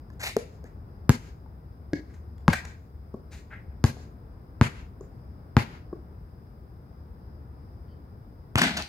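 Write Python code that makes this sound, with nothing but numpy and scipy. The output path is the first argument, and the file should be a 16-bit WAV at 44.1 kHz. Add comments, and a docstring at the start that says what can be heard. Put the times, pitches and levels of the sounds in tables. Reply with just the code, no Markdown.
"""A ball is dribbled and shot on an open-air court at night, a few metres from a phone with two spaced microphones.
Each bounce is a slap of decaying modes, a squashed low thump and a short ring of the air inside.
Hands catch with damped knocks, soles scuff as jerky coloured noise, and the shot hits the board and rattles
the loose frame as chattering noise through resonances. Things close by, fences and far fronts scatter it back.
Behind lie town rumble, a fading drone, a wavering insect band, faint hiss and one faint call, all filtered noise."""
import sys
import numpy as np
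from scipy import signal
from scipy.fft import rfft, irfft, next_fast_len
from scipy.io import wavfile
from scipy.ndimage import uniform_filter1d

SR = 44100
rng = np.random.default_rng(int(sys.argv[2]) if len(sys.argv) > 2 else 0)


def volts(x):
    """Linear amplitude factor 10**(x/20) for a level x in dB, scalar or array-like."""
    e = np.asarray(x, float) / 20
    return 10 ** e


def put_to_file(sound):
    """Save the sound as 16-bit audio at rate SR, in the file named by the first command-line argument."""
    columns = np.atleast_2d(sound).T  # one column per channel
    safe = np.clip(columns, -1, 1)
    whole_steps = np.round(safe * 32767)
    wavfile.write(sys.argv[1], SR, whole_steps.astype(np.int16))


N = 392003  # length in samples
SPACING_M = 0.16  # between the two microphones
FRAME_S = 8.55  # the frame is silent before this; later blows are at the hoop


def level(x, db):
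    """Set the rms level."""
    return x * volts(db) / np.sqrt(np.mean(x ** 2))


def colour(x, points):
    """Shape the spectrum through (Hz, dB) points, straight lines over log frequency."""
    size = next_fast_len(x.shape[-1])
    hz, db = np.transpose(points)
    bins_hz = np.arange(size // 2 + 1) * SR / size
    gain = volts(np.interp(np.log(bins_hz + 1), np.log(hz), db))
    return irfft(rfft(x, size) * gain, size)[..., :x.shape[-1]]


def band(x, hz, width):
    """One resonance, gain 1 at the centre."""
    return signal.lfilter(*signal.iirpeak(hz, hz / width, SR), x)


def steep_band(x, hz, width):
    """The same resonance twice over, for steeper skirts."""
    return band(band(x, hz, width), hz, width)


def walk(rate, size=N):
    """Random levels held 1 / rate s and slewed; spread near 1."""
    k = int(SR / rate)
    return uniform_filter1d(np.repeat(rng.standard_normal(size // k + 1), k), k)[:size]


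def swell(t, start, rise, hold, t60):
    """Silent until start, a short rise, held a while, then a steady decay."""
    late = np.clip(t - start, 0, None)
    return (1 - np.exp(-late / rise)) * 1000. ** (-np.clip(late - hold, 0, None) / t60)


def ring(t, modes, scatter_db):
    """Decaying modes, struck a little differently each time."""
    out = 0
    for hz, db, t60 in modes:
        strength = volts(db + scatter_db * rng.standard_normal())
        out = out + strength * np.sin(2 * np.pi * hz * t) * 1000. ** (-t / t60)
    return out


# The ball's skin at first contact, suction pulse first, then the crack.
# Each row: frequency in Hz, relative level in dB, decay time t60 in seconds (the pulse may linger).
SKIN_MODES = [(1104, 1.5, 0.0025), (4600, 0, 0.0015), (6760, -4.5, 0.0017), (10720, -7, .002),
              (13500, -18, .004)]


def slap(t, crack_db, linger=1.):
    """First contact: a short suction pulse and a crack of skin; neighbouring modes start opposed, leaving no gaps."""
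    (hz, db, t60), *crack = SKIN_MODES
    pulse = ring(t, [(hz, db, linger * t60)], scatter_db=3.6)
    for k, mode in enumerate(crack):
        pulse -= (-1) ** k * volts(crack_db) * ring(t, [mode], scatter_db=3.0)
    return -1.8 * pulse * np.minimum(t / 0.00018, 1)


# The air inside the ball, heard in bounces and, cut shorter, in catches.
# Each row: frequency in Hz, relative level in dB, decay time t60 in seconds.
AIR_MODES = [(811, 2, 0.044), (1110, -4.5, .045), (1654, -7.5, .045), (1845, -21.5, 0.021),
             (2180, -23.5, 0.028)]
AIR_DB = -15.5  # the air rings in step with the thump
CONTACT_S = .0135  # how long the ball stays squashed


def bounce(thump_db, hz, slap_db, crack_db):
    """The shell swings one and a half times, slowing, until it peels off and goes quiet."""
    t = np.arange(int(.15 * SR)) / SR
    wait = max(CONTACT_S - 1.5 / hz, .0012)
    sunk = (wait / 0.0015) ** .7  # a shell that sinks in longer lets the slap linger and wobbles more after
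    late = np.clip(t - wait, 0, None)
    turns = hz * (late + 0.0011 * (1 - np.exp(-late / 0.0018)))
    contact = 1 / (1 + np.exp((turns - 1.56) / 0.019))  # 1 while squashed, then 0
    swing = np.sin(2 * np.pi * turns)
    thump = np.tanh(0.89 * swing) * np.exp(-late / 0.056) * contact
    thump += 0.098 * (1 - contact) * swing * np.exp(-late / 0.022)
    wobble = [(227.1, -11.0, 0.075), (93.2, -18 + 20 * np.log10(sunk), 0.13)]
    thump += ring(late, wobble, scatter_db=2)
    thump -= 0.4 * np.sin(np.pi * np.minimum(t / wait, 1))  # the shell sinks in before it swings out
    peel = volts(-15.0) * slap(np.clip(t - 0.65 * CONTACT_S, 0, None), crack_db)
    air = volts(AIR_DB) * ring(t, AIR_MODES, scatter_db=3.1) * np.minimum(t / 0.003, 1)
    return volts(thump_db) * (thump + air) + volts(slap_db) * (slap(t, crack_db, linger=sunk) + peel)


# The ball on ground or board, before it is placed on the court.
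# Each row: start in seconds, thump level in dB, thump frequency in Hz, slap level in dB,
# crack level in dB against the slap.
BOUNCES = [(1.094, -3, 119.7, -2, -11), (2.4807, -4.5, 157.8, -8, -14), (3.8407, -6, 109.7, -11.5, -3.5),
           (4.6126, -5, 114, -2, -18.5), (5.5676, -5, 116, -3.5, -14.5), (8.556, -13.5, 104.5, -11, -13)]


def add_bounces(out):
    """Dribbles where the player stands; the shot at the hoop."""
    for s, *blow in BOUNCES:
        add(out, s, bounce(*blow), -3.0, HOOP if s > FRAME_S else player(s))


def catch(db, hz, ring_hz, skin_db):
    """A palm damps the shell: a few cycles of knock, a tick of skin, and the air modes nearest the blow."""
    t = np.arange(int(.12 * SR)) / SR
    palm_t60_s, palm_rise_s = .038, 0.0024
    modes = [(hz, 0, palm_t60_s), (0.572 * hz, -3.5, palm_t60_s), (1.66 * hz, -8, .025)]
    knock = ring(t, modes, scatter_db=3.0)
    near = [(f, -15 - 55 * np.log2(f / ring_hz) ** 2, .7 * t60) for f, _, t60 in AIR_MODES]
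    air = ring(t, near, scatter_db=1)
    tick = volts(skin_db) * slap(np.clip(t - .0018, 0, None), crack_db=-2.0)
    rise = np.sin(np.pi / 2 * np.minimum(t / palm_rise_s, 1)) ** 2
    return volts(db) * (rise * (knock + air) + tick)


# The ball in the hands, and light footfalls, before they are placed on the court.
# Each row: start in seconds, level in dB, knock frequency in Hz, ring frequency in Hz,
# skin tick level in dB against the rest.
CATCHES = [(.101, -42.5, 1033, 1620, -10), (.365, -9.5, 426, 830, -9.5), (.64, -36.5, 471, 1520, -6),
           (1.46, -47, 873, 1640, -20), (1.9319, -10, 296, 1770, -21), (3.1405, -23, 375, 970, -31),
           (3.967, -41, 725, 1100, -21), (5.008, -31, 392, 983, -30), (5.928, -23, 345, 1110, -35)]


def add_catches(out):
    """Hands and feet, where the player stands."""
    for s, *touch in CATCHES:
        add(out, s, catch(*touch), -1.5, player(s))


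# Spectrum of the rubber sole. Each row: frequency in Hz, relative level in dB per Hz.
RUBBER = [(350, -35), (600, -18.5), (885, -18.5), (1100, -23.5), (1610, -9.5), (2070, -15.5), (4000, -46.5),
          (5200, -75), (8800, -120)]
# Spectrum of the grit underfoot. Each row: frequency in Hz, relative level in dB per Hz.
GRIT = [(240, -26), (400, -4.5), (814, 1.5), (1060, -5), (2360, 4), (3210, -6), (3810, -0.5), (5780, -7.5),
        (9320, -11.5), (13300, -16), (16000, -21)]
SLIDE_ATTACK, SLIDE_LATE_DB = 0.26, -14  # share of a slide until full grip; level three quarters through


def scuff(length, rubber_db, grit_db, hiss_db):
    """The sole drags in uneven jerks over loose grit."""
    size = int(length * SR)
    slide = np.interp(np.linspace(0, 1, size), [0, SLIDE_ATTACK, .75, 1], [0.01, 1, volts(SLIDE_LATE_DB), 0])
    burst_db = np.minimum(3 * rng.exponential(size=(3, size)), 13)
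    grains = rng.standard_normal((3, size)) * volts(burst_db)
    rub = level(colour(grains[0], RUBBER), rubber_db)
    rub += level(colour(grains[1], GRIT), grit_db)
    rub += level(steep_band(grains[2], 6600, 1500), hiss_db)
    return rub * slide * volts(3 * walk(90, size=size))


# Soles sliding; levels are before the slide's shape and jerks.
# Each row: start in seconds, length in seconds, rubber level in dB, grit level in dB, hiss level in dB.
SCUFFS = [(0.128, 0.016, -85, -61, -69), (0.194, 0.07, -42.5, -40.5, -47.5), (0.223, .11, -60, -31.5, -65),
          (0.275, 0.017, -63, -40, -48), (0.648, 0.057, -57.5, -69.5, -74), (2.081, 0.11, -72, -77, -85),
          (2.131, 0.05, -64, -66.5, -71), (2.238, .006, -65.5, -75.5, -101), (2.38, 0.0068, -69, -66, -79),
          (2.405, .006, -66, -65, -86), (2.526, 0.036, -29, -36, -49), (2.649, 0.012, -47, -48.5, -52),
          (3.307, 0.11, -59.5, -53.5, -62), (3.501, 0.085, -46, -71, -90), (5.008, 0.0073, -76, -71, -57),
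          (5.029, 0.035, -69, -79, -79)]


def add_scuffs(out):
    """Slides, where the player stands."""
    for s, *slide in SCUFFS:
        add(out, s, scuff(*slide), -2.5, player(s))


# Hard knocks in the frame. Each row: start in seconds, noise level in dB before its envelope,
# frequency in Hz, time to the peak and decay constant in seconds.
CLANKS = [(8.5572, -11, 2490, 0.00019), (8.582, -25, 5360, 0.0017), (8.584, -21, 790, 0.0016),
          (8.616, -15, 1490, 0.0019), (8.617, -21.5, 5300, 0.0014), (8.639, -35, 3530, 0.0017),
          (8.769, -27, 3920, 0.0025), (8.788, -35, 910, 0.008), (8.776, -32, 2800, 0.0024),
          (8.823, -27.5, 3600, 0.00033)]


def add_clanks(out, first):
    """Short noise bursts through a broad resonance; sample `first` of the scene is where out begins."""
    t = np.arange(1500) / SR
    for s, db, hz, decay in CLANKS:
        j = int(s * SR) - first
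        burst = steep_band(rng.standard_normal(len(t)), hz, hz / 0.78)
        out[j:j + len(t)] += level(burst, db) * t / decay * np.exp(1 - t / decay)


# Resonances of the steel. Each row: frequency in Hz, width in Hz, relative level in dB.
STEEL = [(660, 350, -1), (1460, 130, 13), (2200, 480, -5), (3620, 65, 3), (4600, 110, -19),
         (4700, 39, -16.5)]
# Spectrum of the jangle. Each row: frequency in Hz, relative level in dB per Hz.
JANGLE = [(260, -43), (450, -34), (664, 4), (1170, -3), (1470, -6.5), (1830, -1.5), (4300, -5),
          (11000, -31), (16000, -35)]
# The ball jolts the loose frame, which shakes on.
# Each row: start in seconds, chatter gain in dB, board boom gain in dB, decay time t60 in seconds.
JOLTS = [(8.574, -23.5, -27.5, 0.36), (8.611, -29, -25.5, 0.45), (8.765, -29, -36, 0.14)]
JOLT_RISE_S = 0.0057


def frame():
    """Loose joints, hoop and net chatter and ring the steel; the board booms on; a few knocks stand out."""
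    i = int(FRAME_S * SR)
    size = N - i
    now = np.arange(i, N) / SR
    shake, drum = sum(volts(np.array(db))[:, None] * swell(now, s, JOLT_RISE_S, 0, t60) for s, *db, t60 in JOLTS)
    burst_db = np.minimum(9.0 * rng.exponential(size=size), 12)
    chatter = rng.standard_normal(size) * volts(burst_db + 3.8 * walk(148, size=size))
    steel = sum(volts(db) * band(chatter, hz, width) for hz, width, db in STEEL)
    out = (level(steel, -6.0) + level(colour(chatter, JANGLE), -0.86)) * shake
    boom = band(band(rng.standard_normal(size), 160, 126), 233, 92)
    out += level(boom, 0) * drum
    add_clanks(out, i)
    return out


# The player walks from the hoop across the view.
# Each row: time in seconds, bearing in degrees right of ahead, change of echo level in dB.
PLAYER = [(0.598, 20.5, -7), (1.1, 8.5, -5.5), (1.9, 4, -4), (3.8, -5.5, -2)]
# The hoop's place: bearing in degrees right of ahead, change of echo level in dB.
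HOOP = (20.2, 0)


def player(s):
    """Bearing and echo change of the player at a moment."""
    times, *place = np.transpose(PLAYER)
    return [np.interp(s, times, column) for column in place]


def around(size):
    """Noise from all round the horizon: two spaced microphones agree in the bass only."""
    fast = next_fast_len(size)
    kd = 2 * np.pi * np.arange(fast // 2 + 1) * SR / fast * SPACING_M / 343  # spacing in radians of wave
    alike = np.mean(np.cos(kd[:, None] * np.cos(np.linspace(0, np.pi, 24))), axis=1) * (kd < 30)
    mid, side = rfft(rng.standard_normal((2, fast)))
    mid = mid * np.sqrt((1 + alike) / 2)
    side = side * np.sqrt((1 - alike) / 2)
    return irfft(np.array([mid + side, mid - side]), fast)[:, :size]


# What scatters the sound back: things close by, the fence, the far fronts.
# Each row: first echo in seconds, last echo in seconds, relative level in dB, decay t60 after that in seconds.
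REFLECTORS = [(.003, 0.023, -26.5, 0.089), (0.017, 0.06, -29, 0.11), (0.078, .19, -44.5, .3)]
# Spectrum of all these echoes. Each row: frequency in Hz, gain in dB.
ECHO_COLOUR = [(60, -22.5), (200, -19.5), (500, -11), (1200, -13), (2200, -4), (3200, -6), (5000, -6),
               (7500, -8), (8200, -27.5)]
# Extra treble of the echoes, fading on longer paths. Each row: frequency in Hz, gain in dB before the air's loss.
ECHO_TOP = [(6000, -38.5), (8000, -5.5), (16000, -11)]
# A swell off the tall house fronts; the path length below keeps only its onset.
# The row: delay in seconds, spread in seconds, relative level in dB, frequency in Hz, width of each pass in Hz.
FRONTS = (0.97, 0.21, -41, 2102.5, 1003)
EDGE_S, ECHO_S = .004, 0.59  # how soon an echo builds up; the longest path
TOP_LOSS_DB_PER_S = 31.5  # air eats the extra treble on long paths


def court_echo():
    """Scattered paths as fading noise, different at the two microphones and new for each sound."""
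    t = np.arange(int(ECHO_S * SR)) / SR
    fade = sum(volts(db) * swell(t, first, EDGE_S, last - first, t60) for first, last, db, t60 in REFLECTORS)
    paths = around(len(t))
    top = colour(paths, ECHO_TOP) * volts(-TOP_LOSS_DB_PER_S * t)
    court = fade * (colour(paths, ECHO_COLOUR) + top)
    late, spread, swell_db, hz, width = FRONTS
    court += steep_band(paths, hz, width) * volts(swell_db) * np.exp(-((t - late) / spread) ** 2)
    return court


def add(out, s, x, echo_db, place):
    """Place a sound: direct to both microphones with a lag between them, then its scattered echo."""
    degrees, far_db = place
    both = signal.fftconvolve(x[None], volts(echo_db + far_db) * court_echo(), axes=1)
    size = next_fast_len(len(x) + 64)
    half_lag = SPACING_M * np.sin(np.radians(degrees)) / 343 * SR / 2
    lags = np.array([[1], [-1]]) * half_lag + 16  # samples; 16 of room, taken back below
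    turn = np.exp(-2j * np.pi * np.arange(size // 2 + 1) / size * lags)
    both[:, :size] += irfft(rfft(x, size) * turn, size)
    i = int(s * SR) - 16
    out[:, i:i + both.shape[1]] += both[:, :N - i]


# One faint insect call. The row: start in seconds, length in seconds,
# then a list of tones, each a frequency in Hz and a level in dB before the fade.
CHIRP = (7.86, .1, [(3100, -78), (4650, -76)])


def chirp():
    """Two narrow noise bands swell and fade together."""
    _, length, tones = CHIRP
    size = int(length * SR)
    call = sum(level(steep_band(rng.standard_normal(size), hz, 260), db) for hz, db in tones)
    return np.hanning(size) * call


# Insect band near 5 kHz, and a faint hiss band near 9 kHz.
# Each row: frequency in Hz, width of each pass in Hz, level in dB before it wavers.
HIGH_BANDS = [(5030, 520, -79.5), (8900, 790, -90)]


def insects_and_faint_hiss():
    """Two noise bands, alike at both microphones in the bass only, each wavering by itself."""
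    out = 0
    for hz, width, db in HIGH_BANDS:
        out = out + level(steep_band(around(N), hz, width), db) * volts(1.5 * walk(7.8))
    return out


def drone():
    """A distant idling drone that draws away: a narrow low band, alike at both microphones."""
    fade_db_per_s, swell_db = 1.2, 3.5
    fading_db = -47.5 - fade_db_per_s * np.arange(N) / SR + swell_db * walk(1.2)
    hum = band(band(rng.standard_normal(N), 73.4, 7.3), 73.3, 7.3)
    return level(hum, 0) * volts(fading_db)


# Spectrum of the town, far off. Each row: frequency in Hz, relative level in dB per Hz.
TOWN = [(12, -58.5), (20, -33.5), (42, -5.5), (67, 1.5), (157, -10), (274, -17.5), (501, -22.5),
        (548, -26.5), (600, -26), (858, -27.5), (1400, -33), (4200, -64.5), (5460, -87.5), (9240, -120)]


def town():
    """Traffic rumble from all round, slowly swelling by a fraction of a dB."""
    return level(colour(around(N), TOWN), 0) * volts(-44.64 + 0.7 * walk(1.574))


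def scene():
    """All sources on the court, heard a little louder on the left."""
    left_db = 2.5  # left over right
    out = town() + drone() + insects_and_faint_hiss()
    add_bounces(out)
    add_catches(out)
    add_scuffs(out)
    add(out, FRAME_S, frame(), -7, HOOP)
    add(out, CHIRP[0], chirp(), -8, (0, 0))  # straight ahead
    return out * volts(np.array([[left_db], [-left_db]]) / 2)


# Spectrum of the microphone noise. Each row: frequency in Hz, relative level in dB per Hz.
HISS = [(2000, -28), (3500, -0.5), (7000, -12), (10500, -7.5), (12500, -0.5), (16000, -2.5)]


def microphone_hiss():
    """Self-noise, separate in the two microphones."""
    return level(colour(rng.standard_normal((2, N)), HISS), -75)


def roll_off(x):
    """The treble ends steeply here."""
    return signal.sosfilt(signal.butter(12, 16660, fs=SR, output="sos"), x)


def record(dry):
    """The microphones add their hiss and lose the deepest bass and the very top."""
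    wet = signal.sosfilt(signal.butter(2, 36, "high", fs=SR, output="sos"), dry)
    wet = np.tanh(0.71 * wet) / 0.66  # the loudest peaks are rounded
    wet = wet + microphone_hiss()
    wet = signal.sosfilt(signal.ellip(8, .3, 60, 15800, fs=SR, output="sos"), wet)
    return roll_off(wet)


dry = scene()
out = record(dry)
put_to_file(out)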